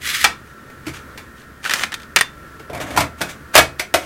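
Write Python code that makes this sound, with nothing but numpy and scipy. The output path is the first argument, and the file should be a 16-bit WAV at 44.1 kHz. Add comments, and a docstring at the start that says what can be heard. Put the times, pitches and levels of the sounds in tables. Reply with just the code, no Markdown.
"""A flat tin of coloured pencils on a cutting mat, taken with a close microphone in a small room.
It slides over the mat, catches and knocks to a stop; fingers touch it, then rattle the pencils in their tray.
The sheet-metal lid is picked up, laid on, scraped into place and pressed shut with a few snaps.
Blows are noise bursts with ringing modes, rubbing is coloured noise in uneven clumps.
A faint fan runs behind it all, and the microphone overloads on the hardest blows."""
import sys
import numpy as np
from scipy import signal
from scipy.fft import rfft, irfft, next_fast_len
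from scipy.io import wavfile
from scipy.ndimage import uniform_filter1d, map_coordinates

SR = 44100
rng = np.random.default_rng(int(sys.argv[2]) if len(sys.argv) > 2 else 0)


def transcribe(u):
    """Save the signal u as a 16-bit wav file named by the first command-line argument.

    u: samples, shape (n,) or (channels, n), limited to [-1, 1]; the rate is SR.
    q: integer samples, one column per channel.
    """
    v = np.clip(np.atleast_2d(u).T, -1, 1)
    q = np.round(v * 32767).astype(np.int16)
    wavfile.write(sys.argv[1], SR, q)


N = 178627
TIME = np.arange(N) / SR  # s from the start
AGE = TIME[:SR // 2]  # s since a blow

# lid against the rim; level is that of the middle band, knock is relative to it:
# start_s, level_db, knock_db, main_resonance_hz, contact_t60_s
SNAPS = [(2.9635, -21.5, -4.5, 795, 0.12), (2.9743, -13.5, -18, 850, 0.14), (3.0055, -17, -4.5, 710, 0.073),
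         (3.2145, -17, -10, 1480, .1), (3.5535, -1, -5.5, 643, .041), (3.5635, -3.5, -17, 2170, 0.045),
         (3.5774, -3, -4, 650, 0.071), (3.5873, -7, -13, 1740, 0.081), (3.7959, -16, -12, 2260, 0.085),
         (3.9404, -10.5, -1, 693, 0.1)]
SNAP_TREBLE_DB, BOOM_DB = -5, -4  # treble re the middle band; panel's boom re the knock
# lid's edge drags along the rim, before the scrape and hiss gains: start_s, end_s, level_db
SCRAPES = [(2.813, 2.82, -28), (2.87, 2.9, -38.5), (2.912, 2.95, -37.5), (3.0, 3.01, -24),
           (3.185, 3.28, -42), (3.293, 3.303, -31), (3.545, 3.585, -17.5), (3.793, 3.8, -35),
           (3.97, 4.05, -38.5)]
# hollow lid rumbles in the hand: start_s, end_s, level_db
SWINGS = [(2.74, 2.93, -33.5), (2.96, 3.04, -26), (3.22, 3.3, -42)]

# pencils on each other and on the tray; level is that of the middle band, treble is relative to it:
# start_s, level_db, treble_db, main_resonance_hz
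CLACKS = [(0.0738, -25.5, 0, 2100), (0.2428, -5.5, -5, 1360), (1.652, -21.5, -12, 1850),
          (1.6601, -17.5, -27, 1490), (1.6958, -16.5, -9, 1880), (1.7094, -15.5, -8, 1710),
          (1.7147, -17, -14, 1860), (1.7369, -13.5, -3, 2030), (1.8355, -12.5, -11, 2250),
          (1.9205, -27, -7.5, 1970), (1.9274, -25.5, -15, 1800), (1.9411, -21.5, -4.5, 3600),
          (1.9997, -40, -7, 3280), (2.019, -43, -2, 3270), (2.0322, -39.5, -5.5, 3360),
          (2.1613, -6.5, -3.5, 2220), (2.1688, -7.5, -18, 2000), (2.188, -16, -6, 2100),
          (2.2101, -8.5, -9.5, 1850)]
CLACK_KNOCK_DB, CLACK_T60_S, CLACK_RISE_S = -18.5, 0.04, 0.0003  # bass re middle; decay; onset constant
# strokes of the fingers over the pencils, before the rubbing and hiss gains: start_s, end_s, level_db
RUMMAGE = [(.46, .51, -53.5), (.87, .885, -37.5), (.94, .965, -37.5), (1.37, 1.41, -49),
           (1.647, 1.674, -29), (1.725, 1.83, -26.5)]

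# the push that slides the tin; its level is at full speed, before the friction gains
PUSH_START_S, PUSH_STOP_S, PUSH_RISE_S, PUSH_DB = 0.001, 0.243, 0.067, -24.5
# sliding tin catches on the mat, before the friction gains: start_s, level_db
CATCHES = [(0.1, -22), (.15, -17), (0.211, -20.5)]

# fingers touch the tin and pick up the lid; knock is re the middle band, before a common cut:
# start_s, level_db, knock_db
TOUCHES = [(.699, -44.5, 0), (.8655, -29.5, -4.5), (.88, -32, -6.5), (1.175, -33, -10.5), (2.595, -41, 3),
           (2.697, -38.5, 11), (2.731, -34, 8), (2.747, -30.5, -1), (2.773, -36, -4), (2.8, -30.5, 1),
           (2.905, -32.5, 1.5), (3.207, -27.5, 4.5)]
# main resonance; treble re the middle band, which loses TOUCH_DULLING dB per dB of tabled knock
TOUCH_HZ, TOUCH_TREBLE_DB, TOUCH_DULLING = 2240, -7, 0.14
TOUCH_RING_DB = -16  # level of the tray's ring re the touch
LID_LIFTED_S, LID_TOUCH_DB = 2.65, -6  # from then on the panel booms; its base level re tabled knock

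# tin's floor bumps on the mat, before the modes' own levels: start_s, level_db, favoured_hz
BUMPS = [(.868, -22.5, 320), (.885, -29.5, 136), (1.837, -33, 225), (2.162, -29.5, 227), (2.977, -22, 101),
         (2.978, -19.5, 310), (3.215, -30.5, 178), (3.556, -34, 70), (3.579, -22, 130), (3.942, -22, 350)]
BUMP_WIDTH_HZ = 41

# ringing parts, levels relative within each part: pitch_hz, level_db, t60_s
# the pencil tray
TRAY_MODES = [(540, -5, 0.25), (970, -24, .1), (1290, -1, 0.15), (1376, 1, 0.17), (1376, 0, 0.14),
              (1635, -4, 0.096), (1833, -19, 0.65), (2023, -2, 0.038), (2300, 25, 0.088), (2326, 1, .13),
              (3560, 18, 0.2), (4200, 1, 0.082)]
# the lid held by the rim
LID_MODES = [(352, -7.5, 0.2), (531.6, -7.5, 0.19), (1120, -25, 0.13), (1380, 7, 0.13), (1720, -14, 0.17),
             (2036, 3.5, 0.16), (2245, 4, 0.22), (2530, 4, 0.19), (3180, 2, 0.12), (3410, -3, 0.15),
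             (4349, -4, 0.12), (5960, -4.5, 0.094)]
# the lid not yet held by the rim
LOOSE_LID_MODES = [(708, -2, .17), (800, -19, .15), (926, 14, 0.018), (990, -3, 0.19), (1094, -3, 0.17),
                   (1216, -5, 0.086), (1420, -2.5, 0.11)]
# the lid's broad panel
PANEL_MODES = [(550, -16, 0.36), (604, -27, .16), (631, 3.5, 0.21), (699, -2.5, 0.2), (716, 6, 0.11),
               (726, 4, 0.14), (840, -31, 0.12)]
# the small metal sharpener
SHARPENER_MODES = [(1790, 6, 0.024), (1840, -8, 0.067), (8890, -8, 0.044), (9130, 6.5, 0.013)]
# low modes of the tin's floor
TIN_FLOOR_MODES = [(79, 1.5, 0.4), (100, -3, 0.13), (133.4, -2, 0.42), (173, -0.5, 0.36), (216, -2.5, 0.21),
                   (288, -1.5, 0.22), (322.6, 0.5, 0.166)]

# colours given to white noise, relative levels: frequency_hz, level_db
# sheet metal
METAL_COLOUR = [(35, -12), (70, -8.5), (200, -21), (330, -7), (480, -10.5), (680, -7), (1220, -4),
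                (2250, -3.5), (2970, -8), (3500, -8.5), (6430, -21.5), (8710, -23), (14900, -27.5),
                (16000, -64)]
# wooden pencils
WOOD_COLOUR = [(71, -55), (120, -20.5), (557, -13), (712, -13), (1830, -3.5), (2150, -9.5), (2430, -6),
               (4880, -15.5), (7820, -23), (8840, -22.5), (10600, -28), (14700, -31.5), (16000, -37)]
# tin on the cutting mat
MAT_COLOUR = [(410, -69), (700, -29), (1010, -21), (1150, -6), (1560, -6), (1940, 2.5), (2630, -7),
              (3370, -4.5), (5060, -12), (8880, -14.5), (10100, -16.5), (11200, -13.5), (16000, -25)]
# hollow of the lid
HOLLOW_COLOUR = [(30, -36), (60, -2), (130, 3), (190, -1.5), (315, 4.5), (430, -16), (490, -3), (680, 4.5),
                 (820, -8), (1100, -5), (2200, -10.5), (3200, -32), (6000, -70)]
# rumble of the room
AIR_COLOUR = [(20, -12), (40, -13.5), (70, 4), (100, -8.5), (135, -0.5), (175, -8.5), (215, -5),
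              (400, -9.5), (520, -11.5), (820, -22), (1100, -14), (1400, -9), (1900, -17.5), (2700, -25.5),
              (5000, -31.5), (15000, -37.5)]

# narrow bands of the fan, levels relative: centre_hz, width_hz (at -6 dB), level_db
FAN_BANDS = [(1388, 64, -17), (1346.5, 7.7, 10), (1460, 90, -7), (1685, 51, -5), (1838, 50, -2)]
# decay of the small room: frequency_hz, t60_s
ROOM_DECAY = [(100, 0.46), (500, 0.26), (2500, 0.21), (8000, 0.2), (15000, 0.15)]
HISS_DB = -60  # rms of the microphone's own hiss
TOP_HZ = 15900  # band limit


def amp(db):
    """Decibels to gain."""
    return 10 ** (np.asarray(db) / 20)


def unit(x):
    """Scale to rms 1."""
    return x / np.sqrt(np.mean(x ** 2) + 1e-20)


def punch(x, size=256):
    """Scale a blow so that its loudest few milliseconds have rms 1."""
    power = uniform_filter1d(x ** 2, size, mode="constant")
    return x / np.sqrt(power.max() + 1e-20)


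def along(points, hz):
    """Read (Hz, value) points on a log axis."""
    f, v = np.transpose(points)
    return np.interp(np.log(hz + 1), np.log(f + 1), v)


def hump(hz, centre, width):
    """Gain of one resonance."""
    return 1 / np.sqrt(1 + (2 * (hz - centre) / width) ** 2)


def coloured(x, gain):
    """Causal (minimum-phase) filter with the given gain of frequency."""
    m = 2 * next_fast_len(len(x) // 2 + 4096)
    log_gain = np.log(np.maximum(gain(np.fft.rfftfreq(m, 1 / SR)), 1e-6))
    # folding the cepstrum onto positive times makes the response causal
    cepstrum = irfft(log_gain, m)
    cepstrum[1:m // 2] *= 2
    cepstrum[m // 2 + 1:] = 0
    response = np.exp(rfft(cepstrum))
    return irfft(rfft(x, m) * response, m)[:len(x)]


def wobble(rate):
    """A smooth random curve, rate knots a second."""
    knots = rng.standard_normal(int(N * rate / SR) + 4)
    return map_coordinates(knots, [TIME * rate])


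def add(track, s, sound):
    """Mix a sound in at time s."""
    part = track[max(round(s * SR), 0):][:len(sound)]
    part += sound[:len(part)]


def strokes(rows, attack_s, release_s):
    """Gain of (start, end, dB) strokes: each swells up to its start, holds, dies away (times for 20 dB)."""
    gains = []
    for start, end, db in rows:
        before = np.maximum(start - TIME, 0) / attack_s
        after = np.maximum(TIME - end, 0) / release_s
        gains.append(amp(db - 20 * before - 20 * after))
    return np.linalg.norm(gains, axis=0)


def ring(modes, scatter_db=0.5):
    """Damped modes, struck at new strengths and random polarity each time."""
    total = np.zeros(len(AGE))
    for hz, db, t60 in modes:
        strength_db = db + scatter_db * rng.normal()
        decay = amp(strength_db - 60 * AGE / t60)
        total += rng.choice([-1, 1]) * decay * np.sin(2 * np.pi * hz * AGE)
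    return total


def blow(colour, modes, knock_db, treble_db, main_hz, t60, rise, ring_db, crack_db, main_db, click_db):
    """One contact: a click and a sharp crack, a dense fast-dying cluster of modes and a few lasting ones."""
    onset = 1 - np.exp(-AGE / rise)
    decay = amp(-60 * AGE / t60) + amp(crack_db - 60 * AGE / 0.025)
    burst = rng.standard_normal(len(AGE)) * decay * onset
    burst[0] += amp(click_db)

    def body_gain(hz):
        """The body's colour with its main resonance raised."""
        return amp(along(colour, hz)) * (1 + amp(main_db) * hump(hz, main_hz, 0.095 * main_hz))

    sound = punch(coloured(burst, body_gain)) + amp(ring_db) * punch(ring(modes)) * onset
    # where and how hard the contact is sets the shares of knock and treble
    bands = []
    for edges_hz in ([70, 700], [700, 5000], [5000, 17000]):
        band_filter = signal.butter(3, edges_hz, "bandpass", fs=SR, output="sos")
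        bands.append(punch(signal.sosfilt(band_filter, sound)))
    knock, middle, treble = bands
    return amp(knock_db) * knock + middle + amp(treble_db) * treble


def friction(colour, rough_db, slip_rate):
    """Tiny slips in uneven clumps, sounding through a body."""
    slips = rng.standard_normal(N) * amp(rough_db * wobble(slip_rate))
    return unit(coloured(slips, lambda hz: amp(along(colour, hz))))


def jostle(colour, rate, size_db):
    """Light chance contacts, each a short burst of noise sounding through a body."""
    contacts = (rng.random(N) < rate / SR) * amp(size_db * rng.standard_normal(N))
    envelope = signal.fftconvolve(contacts, amp(-60 * AGE / 0.011))[:N]
    chatter = envelope * rng.standard_normal(N)
    return unit(coloured(chatter, lambda hz: amp(along(colour, hz))))


def in_room(x, wet_db):
    """Add a fresh diffuse tail whose treble dies first."""
    hz, t, z = signal.stft(rng.standard_normal(len(AGE)), SR, nperseg=256)
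    decay = amp(-60 * t / along(ROOM_DECAY, hz)[:, None])
    tail = signal.istft(z * decay, SR, nperseg=256)[1][:len(AGE)]
    tail = tail * (1 - np.exp(-AGE / 0.00084))
    tail = tail / np.linalg.norm(tail)
    return x + amp(wet_db) * signal.fftconvolve(x, tail)[:len(x)]


def lid():
    """The lid's edge snaps over the rim, and its broad panel booms with each knock."""
    out = np.zeros(N)
    for s, db, knock_db, main_hz, t60 in SNAPS:
        snap = blow(METAL_COLOUR, LID_MODES, knock_db, SNAP_TREBLE_DB, main_hz, t60, rise=0.00022,
                    ring_db=-12, crack_db=-13.5, main_db=8, click_db=14.5)
        boom = amp(knock_db + BOOM_DB) * punch(ring(PANEL_MODES))
        add(out, s, amp(db) * (in_room(snap, wet_db=-8) + boom))
    # as it first lands the lid is not yet held by the rim and adds its own ring around 1 kHz
    add(out, 2.9755, amp(-8.5) * punch(ring(LOOSE_LID_MODES)))
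    return out


def pencils():
    """Wooden pencils clack on each other and on the tray; a small metal sharpener clinks among them."""
    out = np.zeros(N)
    for s, db, treble_db, main_hz in CLACKS:
        clack = blow(WOOD_COLOUR, TRAY_MODES, CLACK_KNOCK_DB, treble_db, main_hz, CLACK_T60_S,
                     rise=CLACK_RISE_S, ring_db=-20.0, crack_db=-12.5, main_db=4.0, click_db=17.5)
        add(out, s, amp(db) * in_room(clack, wet_db=-12.0))
    add(out, 2.210, amp(-12.5) * ring(SHARPENER_MODES))
    return out


def slide():
    """The tin gathers speed on the mat, catches a few times and knocks to a stop."""
    speed = np.clip((TIME - PUSH_START_S) / PUSH_RISE_S, 0, 1) ** 1.01 * (TIME < PUSH_STOP_S)
    catches = strokes([(s, s, db) for s, db in CATCHES], attack_s=0.019, release_s=0.036)
    strength = np.hypot(amp(PUSH_DB) * speed, catches)
    slips = amp(-2) * friction(MAT_COLOUR, rough_db=1.0, slip_rate=400)
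    chatter = amp(-4) * jostle(MAT_COLOUR, rate=380, size_db=1.5)
    out = in_room(strength * (slips + chatter), wet_db=-6)
    stop = blow(WOOD_COLOUR, TRAY_MODES, knock_db=-13.5, treble_db=-10.5, main_hz=1280, t60=0.072,
                rise=0.00044, ring_db=-20.0, crack_db=-6, main_db=0.0, click_db=19.5)
    add(out, 0.2477, amp(-8) * in_room(stop, wet_db=-5.5))
    return out


def rubbing():
    """Pencils rub under the fingers, the hollow lid swings over and drags along the rim."""
    fingers = strokes(RUMMAGE, attack_s=0.02, release_s=0.056)
    edge = strokes(SCRAPES, attack_s=0.01, release_s=0.05)
    swings = strokes(SWINGS, attack_s=0.036, release_s=0.069)
    wood_slips = amp(-2.5) * friction(WOOD_COLOUR, rough_db=1.5, slip_rate=450)
    wood_contacts = amp(-3) * jostle(WOOD_COLOUR, rate=160, size_db=2.0)
    rummage = fingers * (wood_slips + wood_contacts)
    scrape = amp(-0.5) * edge * friction(METAL_COLOUR, rough_db=-0.5, slip_rate=500)
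    swing = swings * friction(HOLLOW_COLOUR, rough_db=1.0, slip_rate=73)
    # the finest slips hiss above the body's resonances
    hiss_colour = [(2500, -52), (6000, 18), (13000, 7), (16000, 1)]  # Hz, dB
    hiss = amp(-9.5) * (fingers + edge) * friction(hiss_colour, rough_db=1.5, slip_rate=840)
    return in_room(rummage + scrape + swing + hiss, wet_db=-8.5)


def touches():
    """Soft fingertips nudge the tin: the sound builds over milliseconds; the heavier the knock, the duller."""
    out = np.zeros(N)
    for s, db, knock_db in TOUCHES:
        treble_db = TOUCH_TREBLE_DB - TOUCH_DULLING * knock_db
        touch = blow(METAL_COLOUR, TRAY_MODES, knock_db - 1.5, treble_db, TOUCH_HZ, t60=0.066, rise=0.0015,
                     ring_db=TOUCH_RING_DB, crack_db=-7, main_db=3, click_db=-15)
        # the panel booms only once the lid is in the hand
        boom = (s > LID_LIFTED_S) * amp(knock_db + LID_TOUCH_DB) * punch(ring(PANEL_MODES))
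        add(out, s, amp(db) * (in_room(touch, wet_db=-3.0) + boom))
    return out


def bumps():
    """The soft mat lets only the tin's lowest modes speak; the place of the bump favours some of them."""
    out = np.zeros(N)
    onset = 1 - np.exp(-AGE / 0.00078)
    for s, db, favoured_hz in BUMPS:
        thud = np.zeros(len(AGE))
        for hz, mode_db, t60 in TIN_FLOOR_MODES:
            thud += hump(hz, favoured_hz, BUMP_WIDTH_HZ) * ring([(hz, mode_db, t60)])
        add(out, s, amp(db) * thud * onset)
    return out


def background():
    """Slowly wavering room rumble, the narrow whirr of a small fan and the microphone's own hiss."""
    def fan_gain(hz):
        """Sum of the fan's narrow bands."""
        return sum(amp(db) * hump(hz, centre, width) ** 2 for centre, width, db in FAN_BANDS)

    air = unit(coloured(rng.standard_normal(N), lambda hz: amp(along(AIR_COLOUR, hz))))
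    rumble = amp(-41.5 + 1.23 * wobble(4.53)) * air
    whirr = amp(-47.5) * unit(coloured(rng.standard_normal(N), fan_gain))
    hiss = amp(HISS_DB) * rng.standard_normal(N)
    return rumble + whirr + hiss


def scene():
    """All sources at one close microphone."""
    return (lid() + pencils() + slide() + rubbing() + touches() + bumps() + background())[None]


def record(dry):
    """The loudest blows clip at full scale; nothing passes the band limit."""
    clipped = np.clip(dry, -1, 1)
    passed = np.fft.rfftfreq(2 * N, 1 / SR) < TOP_HZ
    return irfft(rfft(clipped, 2 * N) * passed)[:, :N]


dry = scene()
out = record(dry)
transcribe(out)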